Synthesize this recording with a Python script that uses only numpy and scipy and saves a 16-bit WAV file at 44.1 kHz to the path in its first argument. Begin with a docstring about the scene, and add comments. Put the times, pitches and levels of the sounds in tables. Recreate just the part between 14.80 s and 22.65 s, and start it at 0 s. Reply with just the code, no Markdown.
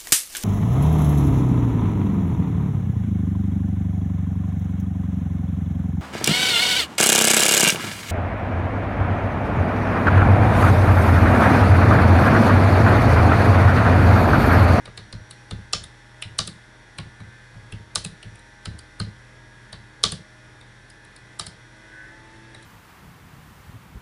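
"""Slow, uneven typing on a plastic computer keyboard, close to the microphone in a small room.
Each letter key clacks and thumps the desk; a big key, likely the space bar, knocks the hollow case
and clicks as it springs back. The near walls answer every stroke.
A computer hums underneath, and its fan speeds up near the end."""
import sys
import numpy as np
from scipy import signal
from scipy.fft import rfft, irfft, next_fast_len
from scipy.io import wavfile
from scipy.ndimage import map_coordinates

SR = 44100
rng = np.random.default_rng(int(sys.argv[2]) if len(sys.argv) > 2 else 0)


def inscribe(sig):
    """Save sig as 16-bit PCM at rate SR to the path in sys.argv[1].

    A 1-D sig is mono; a 2-D sig holds one channel per row.
    Samples are clipped to [-1, 1] before scaling.
    """
    pcm = np.round(np.clip(np.atleast_2d(sig).T, -1, 1) * 32767)
    wavfile.write(sys.argv[1], SR, pcm.astype(np.int16))


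N = 346168


def amp(db):
    """Decibels to gain."""
    return 10 ** (np.asarray(db) / 20)


def along(points, hz):
    """Read a curve of (frequency, value) points on a log frequency axis."""
    freqs, values = np.transpose(points)
    return np.interp(np.log(hz + 1), np.log(freqs + 1), values)


def wobble(rate):
    """A smooth random curve, rate knots a second."""
    return map_coordinates(rng.standard_normal(int(N * rate / SR) + 4), [np.arange(N) * rate / SR])


def filtered(x, response):
    """Filter x by a gain that depends on frequency."""
    size = next_fast_len(N + SR // 2)
    return irfft(rfft(x, size) * response(np.fft.rfftfreq(size, 1 / SR)), size)[:N]


def noise(spectrum):
    """Coloured noise of rms 1."""
    x = filtered(rng.standard_normal(N), lambda hz: amp(along(spectrum, hz)))
    return x / np.sqrt(np.mean(x ** 2) + 1e-20)


def ring(spectrum, size=2048):
    """The causal impulse response of a body with this spectrum."""
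    cepstrum = irfft(np.log(amp(along(spectrum, np.fft.rfftfreq(size, 1 / SR)))))
    cepstrum[1:size // 2] *= 2
    cepstrum[size // 2 + 1:] = 0
    return irfft(np.exp(rfft(cepstrum)))


def add(track, start_s, sound):
    """Mix a sound into the track."""
    start = max(round(start_s * SR), 0)
    track[start:start + len(sound)] += sound[:max(N - start, 0)]


# The small room's decay: frequency_hz, t60_s
ROOM_DECAY = [(150, 0.44), (1000, 0.17), (4000, 0.28), (10000, 0.26)]
def room(early_db=-9, late_db=-6, wall_s=.013, bounce_db=4, bounce_s=0.011):
    """The microphone hears scatter from the desk top, a rough bounce off the near wall, then the tail."""
    hz, frame_s, bins = signal.stft(rng.standard_normal(SR // 2), SR, nperseg=256)
    decay = amp(-60 * frame_s / along(ROOM_DECAY, hz)[:, None])
    tail = signal.istft(bins * decay, SR, nperseg=256)[1][:SR // 2]
    t = np.arange(len(tail)) / SR
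    bounce = bounce_db * np.exp(-np.maximum(t - wall_s, 0) / bounce_s)
    return tail / np.linalg.norm(tail) * amp(np.where(t < wall_s, early_db, late_db + bounce))


# Disk drive and mains, faint in the background: pitch_hz, level_db
HUM_TONES = [(41.4, -61), (82.7, -71), (120.1, -54.5), (3338, -71.5), (3456, -81.5), (3639, -75),
             (4360, -78.5), (4479, -75.5), (5469, -76.5), (5766, -70.5)]
def computer_hum(waver_db=2.0):
    """The disk drive and mains give a low hum and a thin whine, each tone wavering a little."""
    t = np.arange(N) / SR
    drift = .5 * wobble(4)
    return sum(amp(db + waver_db * wobble(2.924)) * np.sqrt(2) * np.sin(2 * np.pi * hz * t + drift)
               for hz, db in HUM_TONES)


# The fan's tones as they leave the housing, at idle: frequency_hz, level_db
FAN_WHINE = [(103, -73.5), (207, -68), (305, -70), (330, -57), (414, -80), (517, -72.5), (625, -69.5),
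             (724, -78), (828, -66.5), (858, -75), (886, -58.5), (931, -67), (1035, -74.5), (1340, -122),
             (1448, -64.5), (1655, -61.5), (1765, -62.5), (1862, -112), (1965, -69), (2068, -67.5),
             (2170, -86), (2480, -73.5)]
# Hiss at the vents: frequency_hz, relative_db
VENT_HISS = [(1000, -31), (1400, -10.5), (1650, -0.5), (2020, 0.5), (2200, -6.5), (2500, -8), (2850, -11.5),
             (3600, -8), (4700, -16), (5400, -12), (5900, -17), (8000, -19.5), (10400, -19.5), (11600, -32)]
# Low rush of the fan's air: frequency_hz, relative_db
AIR_RUSH = [(12, -29), (20, -17), (123, -6), (149, -11.5), (202, -14), (382, -14), (411, -15.5),
            (688, -20.5), (1400, -18), (1820, -51), (3080, -120)]
def fan(idle_hz=103.4, fast_hz=110.6, rise_start_s=6.55, rise_end_s=7.72, waver_db=3.0, flutter=0.000613):
    """Blade tones glide through the housing's resonances; tones and air grow louder with speed."""
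    t = np.arange(N) / SR
    progress = np.clip((t - rise_start_s) / (rise_end_s - rise_start_s), 0, 1)
    blade_hz = idle_hz + (fast_hz - idle_hz) * np.sin(np.pi / 2 * progress) ** 2
    swell_db = 13 / (1 + ((t - 7.21) / 0.11) ** 2)  # the upper whine swells midway through the spin-up
    blade_phase = 2 * np.pi * np.cumsum(blade_hz * (1 + flutter * wobble(12))) / SR
    tones = np.zeros(N)
    for harmonic in range(1, 25):
        hz = harmonic * blade_hz
        level_db = np.interp(hz, *np.transpose(FAN_WHINE)) + waver_db * wobble(5)
        level_db += swell_db * np.exp(-((hz - 1600) / 380) ** 2)
        phase = harmonic * blade_phase + 2 * np.pi * rng.random() + 0.38 * wobble(25)
        tones += amp(level_db) * np.sqrt(2) * np.sin(phase)
    hiss = amp(-55.5 + 0.47 * wobble(9.8)) * noise(VENT_HISS)
    surge = filtered(hiss, lambda hz: (hz > 1400) & (hz < 2150)) * (amp(0.58 * swell_db) - 1)
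    rush = amp(-54.5 + 0.9 * wobble(7.6)) * noise(AIR_RUSH)
    return (tones + hiss + surge + rush) * (blade_hz / idle_hz) ** 2.5


# Modes of the desk under the keyboard: pitch_hz, relative_db, t60_s
DESK_MODES = [(39.3, -8, 0.42), (74, -7, 0.4), (102.8, 4.5, .2), (122.9, -5.5, 0.26), (149, 8, 0.073),
              (174.6, 7.5, 0.093), (205.5, -1.5, 0.19), (249.5, -12.5, 0.18), (337.3, -11.5, 0.21),
              (442, -9, 0.084), (564, -13.5, 0.11)]
# The boom returning from the walls: delay_s, relative_db
WALL_ECHOES = [(.028, -11.5), (.066, -10)]
def desk_thump(track, start_s, deep_db, upper_db, rise_s=0.0012, scatter_db=2.16, split_hz=135):
    """The desk booms under a key; neighbouring modes start opposed, and wall echoes roughen the boom."""
    t = np.arange(SR // 2) / SR
    hz, mode_db, t60_s = np.transpose(DESK_MODES)[:, :, None]
    sign = (-1) ** np.arange(len(DESK_MODES))[:, None]
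    strength, detune = rng.standard_normal((2, len(DESK_MODES), 1))
    force_db = np.where(hz < split_hz, deep_db + 1.0, upper_db - 0.5) + scatter_db * strength
    decay = amp(force_db + mode_db - 60 * t / t60_s)
    modes = sign * decay * np.sin(2 * np.pi * hz * (1 + 0.017 * detune) * t)
    boom = modes.sum(0) * (1 - np.exp(-t / rise_s))
    add(track, start_s, boom)
    for delay_s, db in WALL_ECHOES:
        add(track, start_s + delay_s, amp(db) * boom)


# The hollow inside the keyboard case: pitch_hz, relative_db, t60_s
HOLLOW_MODES = [(1219, 2, 0.034), (1413, -4, 0.034), (838, -10, 0.033)]
def hollow_knock(lead_s, rise_s=0.0019, room_db=-3):
    """The hollow of the case rings briefly and the room answers."""
    t = np.maximum(np.arange(SR // 2) / SR - lead_s, 0)
    modes = sum(amp(db - 60 * t / t60_s) * np.sin(2 * np.pi * hz * (1 + 0.042 * rng.standard_normal()) * t)
                for hz, db, t60_s in HOLLOW_MODES)
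    direct = modes * (1 - np.exp(-t / rise_s))
    return direct + amp(room_db) * signal.fftconvolve(direct, room())[:len(t)]


def clack(body, rise_s, t60_s, lead_s, touch_db, room_db):
    """A light touch, then after lead_s a burst of plastic chatter and its diffuse echo."""
    t = np.arange(SR // 2) / SR
    since_s = np.maximum(t - lead_s, 0)
    force = (1 - np.exp(-since_s / rise_s)) ** 2 * amp(-60 * since_s / t60_s)
    force = force / force.max() + amp(touch_db) * (t < lead_s)
    burst = signal.fftconvolve(force * rng.standard_normal(len(t)), body)[:len(t)]
    echo = signal.fftconvolve(np.pad(room(), (round(lead_s * SR), 0)), body)[:len(t)]
    sound = burst / np.linalg.norm(burst) + amp(room_db) * echo / np.linalg.norm(body)
    return sound * np.sqrt(SR / 100)  # the burst has the energy of 10 ms at rms 1


# A usual keycap, heard close up: frequency_hz, relative_db
KEYCAP_SPECTRUM = [(1500, -71), (2350, -9.5), (2850, 0), (3300, 1), (3800, 4), (4500, 1), (5300, -1),
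                   (5900, -7), (7100, -7.5), (8500, -22.5), (12000, -50)]
def keycap(pitch_hz, click_db, usual_hz=4000, ripple_db=3.0, dull_above_hz=5200):
    """Each cap has its own resonances; a light finger sounds mainly its pitch and spares the highest."""
    hz = np.geomspace(1500, 12000, 44)
    shape_db = along(KEYCAP_SPECTRUM, hz / (pitch_hz / usual_hz) ** 0.55)
    shape_db += ripple_db * rng.standard_normal(len(hz))
    lightness_db = max(-15.5 - click_db, 0)
    treble_loss = 0.28 * np.clip(np.log(hz / dull_above_hz) / 0.047, 0, 1)
    pitch_peak = 0.39 * np.exp(-(np.log(hz / pitch_hz) / 0.045) ** 2)
    return ring(np.column_stack([hz, shape_db + lightness_db * (pitch_peak - treble_loss)]))


# The plastic case, heard close up: frequency_hz, relative_db
CASE_SPECTRUM = [(150, -25.5), (400, 0), (650, 0.5), (900, -2.5), (1250, -1.5), (1600, -1), (1950, -3.5),
                 (2300, -3.5), (2800, -18), (5000, -43.5)]
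# The keycap's sharp edge: frequency_hz, relative_db
EDGE_SPECTRUM = [(4000, -49), (6800, -9), (7800, -4), (9200, 0.5), (9700, -4.5), (10300, -1.5),
                 (10900, -18.5), (11600, -33.5)]
def key_contact(track, start_s, click_db, pitch_hz, case_db, edge_db, knock_db, lead_s=.005):
    """A contact sounds the case, the keycap, its edge and the hollow; hard strokes are the most abrupt."""
    softness = amp(.1 * (-12.5 - click_db))  # lighter clicks last longer
    case = clack(ring(CASE_SPECTRUM), 0.0015, 0.028, lead_s + 0.00033, touch_db=-18, room_db=4.5)
    cap = clack(keycap(pitch_hz, click_db), 0.0016 * softness, 0.015 * softness, lead_s - .0004,
                touch_db=-26.5, room_db=0)
    edge = clack(ring(EDGE_SPECTRUM), 0.00094 * softness, 0.012 * softness, lead_s - .0006,
                 touch_db=-15, room_db=-5.5)
    knock = hollow_knock(lead_s + 0.00114)
    plastic = amp(case_db + 2.5) * case + amp(click_db - 4.5) * cap + amp(edge_db - 1.0) * edge
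    add(track, start_s - lead_s, plastic + amp(knock_db + 4.5) * knock)


# Keys springing back, the space bar loudest: start_s, click_db, pitch_hz
KEY_RELEASES = [(0.509, -38.5, 4230), (1.038, -37.5, 3620), (1.674, -31, 4350), (3.247, -28.5, 4050),
                (3.555, -51, 2200), (3.592, -53, 3920), (3.989, -42, 4630), (5.32, -28.5, 3970),
                (6.1, -48.5, 5140), (6.248, -52.5, 3950), (6.362, -47.5, 4430), (6.666, -34, 5300),
                (7.826, -52, 4020)]
def key_releases(usual_click_db=-29, lag_s=0.00513):
    """A rising key clicks thin and bright; only the harder returns shake the desk much."""
    track = np.zeros(N)
    for start_s, click_db, pitch_hz in KEY_RELEASES:
        key_contact(track, start_s, click_db, pitch_hz,
                    case_db=click_db - 18, edge_db=click_db - 3.5, knock_db=click_db - 11)
        thump_db = -35 + 1.9 * (click_db - usual_click_db)
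        desk_thump(track, start_s + lag_s, deep_db=thump_db - 9.5, upper_db=thump_db)
    return track


# The space bar going down, loudest at the microphone: start_s, click_db, pitch_hz, edge_db
BAR_PRESSES = [(0.932, -14.5, 4340, -29.5), (1.588, -15, 4600, -26), (3.156, -17, 4200, -23.5),
               (5.237, -9, 4230, -22.5), (6.595, -23.5, 4600, -31)]
def space_bar(usual_click_db=-14.5, lag_s=0.0088):
    """The big key knocks the hollow case, then thumps the desk; both grow with its click."""
    track = np.zeros(N)
    for start_s, click_db, pitch_hz, edge_db in BAR_PRESSES:
        force_db = 0.66 * (click_db - usual_click_db)
        key_contact(track, start_s, click_db, pitch_hz,
                    case_db=force_db - 35, edge_db=edge_db, knock_db=force_db - 22)
        desk_thump(track, start_s + lag_s, deep_db=force_db - 36, upper_db=force_db - 36)
    return track


# Letter keys going down near the microphone: start_s, click_db, pitch_hz, knock_db, thump_db, lag_s
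LETTER_PRESSES = [(0.055, -38.5, 3740, -47, -45.5, 0.017), (0.075, -51, 2860, -43, -55, .02),
                  (0.175, -33, 4300, -41.5, -46, 0.0098), (0.326, -36, 4250, -52, -37, 0.011),
                  (0.709, -32.5, 3500, -37, -30.5, 0.0082), (1.422, -25.5, 2500, -46, -42.5, 0.033),
                  (2.184, -29.5, 2740, -35.5, -35.5, 0.0053), (2.402, -50, 3950, -60, -41, 0.0027),
                  (2.74, -61, 3900, -83, -45, 0.012), (2.922, -36, 2740, -68, -35.5, 0.0056),
                  (3.428, -38.5, 2640, -69, -42, .025), (3.855, -31, 4100, -39, -33, 0.015),
                  (4.199, -26.5, 4000, -30, -29.5, 0.0051), (4.927, -34.5, 3920, -40.5, -42.5, 0.0022),
                  (5.81, -47.5, 3640, -72, -64, 0.0086), (7.746, -41.5, 3900, -56, -56, 0.011)]
def letter_keys(usual_knock_db=-39, brisk_lag_s=0.0042, deepen_db_per_s=140):
    """Each letter clacks, then thumps the desk; a slower press favours the desk's deep modes."""
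    track = np.zeros(N)
    for start_s, click_db, pitch_hz, knock_db, thump_db, lag_s in LETTER_PRESSES:
        case_db = -45 + 0.31 * (knock_db - usual_knock_db)
        key_contact(track, start_s, click_db, pitch_hz, case_db, edge_db=click_db - 12, knock_db=knock_db)
        depth_db = deepen_db_per_s * (lag_s - brisk_lag_s)
        desk_thump(track, start_s + lag_s, deep_db=thump_db + depth_db, upper_db=thump_db - depth_db)
    return track


def scene():
    """Typing up close, the running computer underneath, in mono."""
    return (computer_hum() + fan() + key_releases() + space_bar() + letter_keys())[None]


def record(dry, ceiling=.92, top_hz=11650):
    """The microphone rounds off the tallest peaks and keeps nothing above its band limit."""
    rounded = dry[0] / (1 + np.abs(dry[0] / ceiling) ** 6) ** (1 / 6)
    return filtered(rounded, lambda hz: hz < top_hz)[None]


dry = scene()
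out = record(dry)
inscribe(out)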